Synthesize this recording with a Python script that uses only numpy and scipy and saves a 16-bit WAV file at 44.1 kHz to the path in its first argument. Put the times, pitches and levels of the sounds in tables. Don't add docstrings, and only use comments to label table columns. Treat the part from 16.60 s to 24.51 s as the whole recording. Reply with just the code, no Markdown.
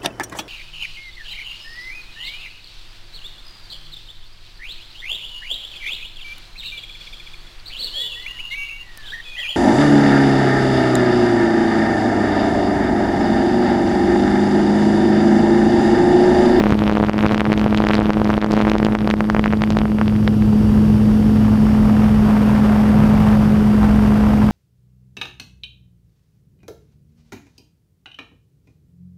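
import sys
import numpy as np
from scipy import signal
from scipy.fft import rfft, irfft, next_fast_len
from scipy.io import wavfile
from scipy.ndimage import uniform_filter1d, minimum_filter1d

SR = 44100
rng = np.random.default_rng(int(sys.argv[2]) if len(sys.argv) > 2 else 0)


def transcribe(signal):
    frames = np.atleast_2d(signal).T
    limited = np.clip(frames, -1, 1)
    pcm = np.round(limited * 32767).astype(np.int16)
    wavfile.write(sys.argv[1], SR, pcm)


N = 348831
TIME = np.arange(N) / SR

# t/s, f/Hz (turns per second)
ROTOR_SPEED = [(0.0, 104.69), (0.74, 106.11), (1.73, 105.92), (2.22, 106.87), (2.47, 106.0), (2.97, 106.75),
               (3.96, 106.15), (4.45, 106.52), (4.7, 107.15), (5.44, 106.73), (5.93, 105.58),
               (6.43, 106.22), (7.17, 105.51), (7.91, 105.72)]
# t/s, then level/dB at once, three times and four times the turning rate
OVERTONE_LEVELS = [(2.0, -23.5, -21.5, -41.5), (3.7, -21, -31, -39.5), (4.8, -26, -35.5, -40.5),
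                   (6.0, -26.5, -40.5, -40)]
# t/s, relative level/dB
AIRFLOW = [(0, -30), (2, -31.5), (2.5, -35), (3.3, -38), (4, -35.5), (4.7, -35), (6, -28), (6.7, -28),
           (7, -32), (7.3, -29), (7.9, -30)]
# f/Hz, width/Hz, relative level/dB
MOUNT_RESONANCES = [(42, 4, -7), (48, 2, -4), (61.5, 4, 0), (75, 4, -7), (83.5, 5, -5), (107, 3, -6),
                    (129, 5, -3), (137, 2, -3), (151, 6, -1), (165, 5, -4), (224, 3, -9), (255, 3, -3.5),
                    (274, 3, -10)]
# t/s, relative suction level/dB, relative crack level/dB, crack f/Hz
STRONG_EDDIES = [(0.1238, 9.5, 10, 1170), (0.2968, 10.5, 7, 1130), (0.3715, 11, 6, 1100),
                 (0.4289, 11.5, -17, 1700), (0.4386, 9.5, 5, 1300), (0.496, 15, 9.5, 1700),
                 (0.6647, 9, 10.5, 1300), (0.7458, 5.5, 9.5, 1570), (0.8067, 4, 13, 1480),
                 (0.8168, 9, -2, 1400), (0.865, 2, -18, 1250), (0.9203, 9, 8.5, 1280),
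                 (0.9298, 8.5, 3.5, 2450), (1.0628, 12, -4, 1100), (1.2033, 8, 5, 1150), (1.24, 8, 7, 1300),
                 (1.2693, 6.5, 9.5, 1300), (1.3115, -9, 2.5, 1280), (1.3349, -9, 5, 1400),
                 (1.3442, 6, 5, 2100), (1.3817, -2, 1, 1450), (1.3915, 13.5, -7, 1200),
                 (1.5049, 10, 9, 1200), (1.6172, 10, -18, 1500), (1.703, -1, 8, 1130), (1.779, 17, 5, 1700),
                 (1.8448, 13, 6, 2450), (2.0037, 8, 0, 1490), (2.0137, -3, 5, 1470), (2.117, 7, 11.5, 1100),
                 (2.154, 12.5, -8, 1100), (2.2295, 8.5, 6.5, 1090), (2.249, 6.5, 4.5, 2460),
                 (2.2668, 7, 5, 1190), (2.3515, 11.5, 9, 1300), (2.4751, 8.5, 2, 2450),
                 (2.5025, 2, 3, 2150), (2.5115, -16, 3.5, 1650), (2.5397, 11, 6.5, 1700),
                 (2.6067, 3, 5.5, 1090), (2.7003, -7, 12.5, 1230), (2.748, 7, 4, 1090),
                 (2.7658, 2, -2, 1300), (2.7948, 7.5, 6, 1380), (2.8414, -8, 7.5, 1350),
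                 (2.8596, -3, 6.5, 1080), (2.879, -1.5, -2, 1220), (2.9263, -2, -6, 1850),
                 (2.9349, 1, -1.5, 1100), (3.0199, 1.5, -2, 1830), (3.0379, -5, 3, 1530),
                 (3.1046, 0.5, -0.5, 2290), (3.1228, -15, -8, 1850), (3.1701, 3.5, -0.5, 1780),
                 (3.1883, -3, -3, 2000), (3.2164, -3.5, -5.5, 1300), (3.2553, -1, -11, 1070),
                 (3.3861, -6, -9, 1430), (3.414, -5.5, 0, 1080), (3.4803, -5, -5.5, 1640),
                 (3.6776, -3.5, 0.5, 1510), (3.823, -34, -10.5, 1080)]
# t/s, typical relative level/dB
WEAK_EDDY_LEVEL = [(0, -0.5), (.2, -9.5), (.42, -1.5), (.58, -8.5), (.78, -4), (1.05, -8.5), (1.35, -1),
                   (1.6, -11.5), (1.8, -6), (1.96, -2), (2.15, -9), (2.5, -13), (3.6, -22.5), (4.1, -69)]
# f/Hz, relative level/dB per Hz
RUSH_SPECTRUM = [(30, -15), (60, -0.5), (150, -1), (280, -7), (420, -2), (700, 2.5), (1000, -1), (1600, -7),
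                 (2500, -15), (4000, -25.5), (7000, -35), (15000, -37)]
# f/Hz, relative level/dB per Hz
WASH_SPECTRUM = [(30, 2), (60, 12), (130, 6.5), (200, 4.5), (330, 2.5), (480, 1.5), (900, -26), (2000, -59),
                 (15000, -85)]
# f/Hz, relative level/dB per Hz
HISS_SPECTRUM = [(100, 29.5), (1500, -9), (2900, 17.5), (4000, 8.5), (5500, 8.5), (7000, 3), (9500, 2.5),
                 (12500, 2.5), (14500, -1), (15500, -7)]
# t/s, f/Hz
THROTTLE_PITCH = [(3.2, 4702), (4.31, 4681), (5.1, 4691), (5.57, 4673), (5.82, 4713), (6.91, 4695),
                  (7.55, 4743)]
# ratio to its pitch, relative level/dB
FAR_MOTOR_WHINES = [(.585, -4), (.987, -10), (1, -1), (1.137, -3.5), (1.225, -11), (2.274, -18)]

HUM_DB = -13
CEILING_DB, HELD_CUT_DB = 1.6, 6.5
SLOW_RELEASE_DB_PER_S, FAST_RELEASE_DB_PER_S = 5.5, 123
ATTACK_S = .0012
CUTOFF_HZ = 15350


def from_db(db):
    return 10 ** (np.asarray(db) / 20)


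def rms_one(x):
    return x / np.sqrt(np.mean(x ** 2) + 1e-20)


def in_time(rows):
    knot_s, *columns = np.transpose(rows)
    return [np.interp(TIME, knot_s, column) for column in columns]


def drift(rate_hz):
    step = 40
    pole = np.exp(-2 * np.pi * rate_hz * step / SR)
    settle = 2000
    white = rng.standard_normal(N // step + settle + 2)
    slow = rms_one(signal.lfilter([1], [1, -2 * pole, pole * pole], white)[settle:])
    return np.interp(np.arange(N) / step, np.arange(len(slow)), slow)


def noise(spectrum):
    hz, db = np.transpose(spectrum)
    size = next_fast_len(N)
    bin_hz = np.maximum(np.arange(size // 2 + 1) * SR / size, 1)
    low_rolloff = np.minimum(bin_hz / hz[0], 1) ** 2
    gain = from_db(np.interp(np.log(bin_hz), np.log(hz), db)) * low_rolloff
    return rms_one(irfft(rfft(rng.standard_normal(size)) * gain, size)[:N])


def narrow_noise(hz, width_hz):
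    angle = 2 * np.pi * hz * TIME
    return rms_one(drift(width_hz / 2) * np.cos(angle) + drift(width_hz / 2) * np.sin(angle))


def add(out, centre_s, sound):
    at = int(round(centre_s * SR)) - len(sound) // 2 + np.arange(len(sound))
    inside = (at >= 0) & (at < N)
    out[at[inside]] += sound[inside]


def whine(hz, db):
    unsteady_hz = hz * (1 + .0013 * drift(7))
    angle = 2 * np.pi * np.cumsum(unsteady_hz) / SR
    return np.sqrt(2) * from_db(db + 1.2 * drift(14)) * np.sin(angle)


def motors(speed):
    throttle_hz, = in_time(THROTTLE_PITCH)
    pole_hz = 84 * speed
    near = whine(pole_hz, db=-9) + whine(pole_hz * 3 / 4, db=-18)
    far = sum(whine(ratio * throttle_hz, db) for ratio, db in FAR_MOTOR_WHINES)
    return near + far


def mount_sway():
    bands = (from_db(db) * narrow_noise(hz, width_hz) for hz, width_hz, db in MOUNT_RESONANCES)
    return rms_one(sum(bands))


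def rumble(sway, sway_db=-20.0, wash_db=-24.0):
    return from_db(sway_db) * sway + from_db(wash_db) * noise(WASH_SPECTRUM)


def rush(turns, sway, depth=0.34):
    swell = 1 - depth * np.cos(4 * np.pi * turns + 1)
    lumps_db = 2.0 * drift(110) + .5 * drift(14)
    return rms_one(noise(RUSH_SPECTRUM) * swell * from_db(lumps_db - 1.3 * sway))


def eddy(suction_db, crack_db, crack_hz, chance):
    build_s, release_s = .00055, .00032
    twin_db, churn_db, churn_s = -7, -21, .0007
    t = np.arange(-256, 256) / SR
    widening = from_db(2.7 * np.clip(chance[0], -2, 1.7))
    width_s = np.where(t < 0, build_s, release_s) * widening
    suction = -1 / (1 + (t / width_s) ** 2) ** 2

    twin_lag_s = .0004 * chance[2]
    core, twin = (1 / (1 - 1j * np.pi * crack_hz * (t - lag_s)) ** 3 for lag_s in (0, twin_lag_s))
    turned_core = -np.exp(1.3j * chance[1]) * core
    turned_twin = from_db(twin_db) * np.exp(2j * chance[3]) * twin
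    crack = np.real(turned_core + turned_twin)

    band_hz = [crack_hz / 2, min(crack_hz * 2, SR / 3)]
    band = signal.butter(1, band_hz, "band", fs=SR, output="sos")
    churn = uniform_filter1d(signal.sosfilt(band, chance[4:]), size=5)
    churn = rms_one(churn) * np.exp(-np.abs(t) / churn_s)
    return from_db(suction_db) * suction + from_db(crack_db) * (crack + from_db(churn_db) * churn)


def weak_eddies(turns, sway, suction_db=3, crack_db=-5.5, crack_hz=1500, gust_sharpens=0.21, gust_from_db=-10):
    second_blade_db, sway_db, sharp_spread_db = -13, 10, 4.5
    out = np.zeros(N)
    strong_times_s = np.array(STRONG_EDDIES)[:, 0]
    level_db, = in_time(WEAK_EDDY_LEVEL)
    passes = np.flatnonzero(np.diff(np.floor(2 * turns - .5)) > 0)
    for i, chance in zip(passes, rng.standard_normal((len(passes), 519))):
        eddy_s = i / SR + .00012 + .00036 * chance[0]
        if level_db[i] <= -42 or np.abs(strong_times_s - eddy_s).min() <= .0025:
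            continue
        nearness = np.clip(1.07 * sway[i] + 0.77 * chance[-1], -2, 2 / 3)
        blade_db = second_blade_db * (turns[i] % 1 > .5)
        db = level_db[i] + sway_db * nearness + blade_db
        gust_db = gust_sharpens * max(level_db[i] - gust_from_db, 0)
        sharp_db = sharp_spread_db * np.clip(chance[1], -1, 1)
        hz = crack_hz * from_db(2.8 * np.clip(chance[2], -2, 1.4) + gust_db)
        dip_db = db + suction_db - sharp_db - gust_db
        add(out, eddy_s, eddy(dip_db, db + crack_db + sharp_db, hz, chance[3:]))
    return out


def strong_eddies(suction_db=2, crack_db=-1.5):
    out = np.zeros(N)
    chances = rng.standard_normal((len(STRONG_EDDIES), 516))
    for (eddy_s, suction, crack, hz), chance in zip(STRONG_EDDIES, chances):
        add(out, eddy_s, eddy(suction + suction_db, crack + crack_db, hz, chance))
    return out


def buffets(turns, sway):
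    leak = signal.butter(1, 90, "high", fs=SR, output="sos")
    return signal.sosfilt(leak, strong_eddies() + weak_eddies(turns, sway))


def propeller(turns, waver_db=1.0, overtone_waver_db=3.5):
    once_db, third_db, fourth_db = (db + overtone_waver_db * drift(43) for db in in_time(OVERTONE_LEVELS))
    angle = 2 * np.pi * (turns - 1 / 4)
    once = from_db(once_db) * np.cos(angle)
    blades = from_db(HUM_DB + waver_db * drift(45)) * np.cos(2 * angle)
    overtones = from_db(third_db) * np.cos(3 * angle) + from_db(fourth_db) * np.cos(4 * angle)
    return np.sqrt(2) * (once - blades - overtones)


def released(cut_db, db_per_s):
    return np.maximum.accumulate(cut_db + db_per_s * TIME) - db_per_s * TIME


def gain_control(x):
    over_db = np.maximum(20 * np.log10(np.abs(x) + 1e-9) - CEILING_DB, 0)
    over_db[0] = HELD_CUT_DB
    held_db = released(np.minimum(over_db, HELD_CUT_DB), SLOW_RELEASE_DB_PER_S)
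    cut_db = np.maximum(released(over_db, FAST_RELEASE_DB_PER_S), held_db)
    span = int(ATTACK_S * SR)
    lowest_db = minimum_filter1d(-cut_db, size=span)
    return x * from_db(uniform_filter1d(lowest_db, size=span))


def scene(rush_db=3, hiss_db=-43, whine_db=-54.5):
    speed, = in_time(ROTOR_SPEED)
    turns = np.cumsum(speed) / SR + 1 / 6
    air_db, = in_time(AIRFLOW)
    sway = mount_sway()
    treble = from_db(hiss_db) * noise(HISS_SPECTRUM) + from_db(whine_db) * motors(speed)
    wind = buffets(turns, sway) + from_db(air_db + rush_db) * rush(turns, sway)
    return (treble + rumble(sway) + wind + propeller(turns))[None]


def record(dry):
    x = gain_control(dry[0])
    rounded = x / (1 + x ** 8) ** (1 / 8)
    top_cut = signal.ellip(12, .1, 90, CUTOFF_HZ, fs=SR, output="sos")
    return signal.sosfilt(top_cut, rounded)[None]


dry = scene()
out = record(dry)
transcribe(out)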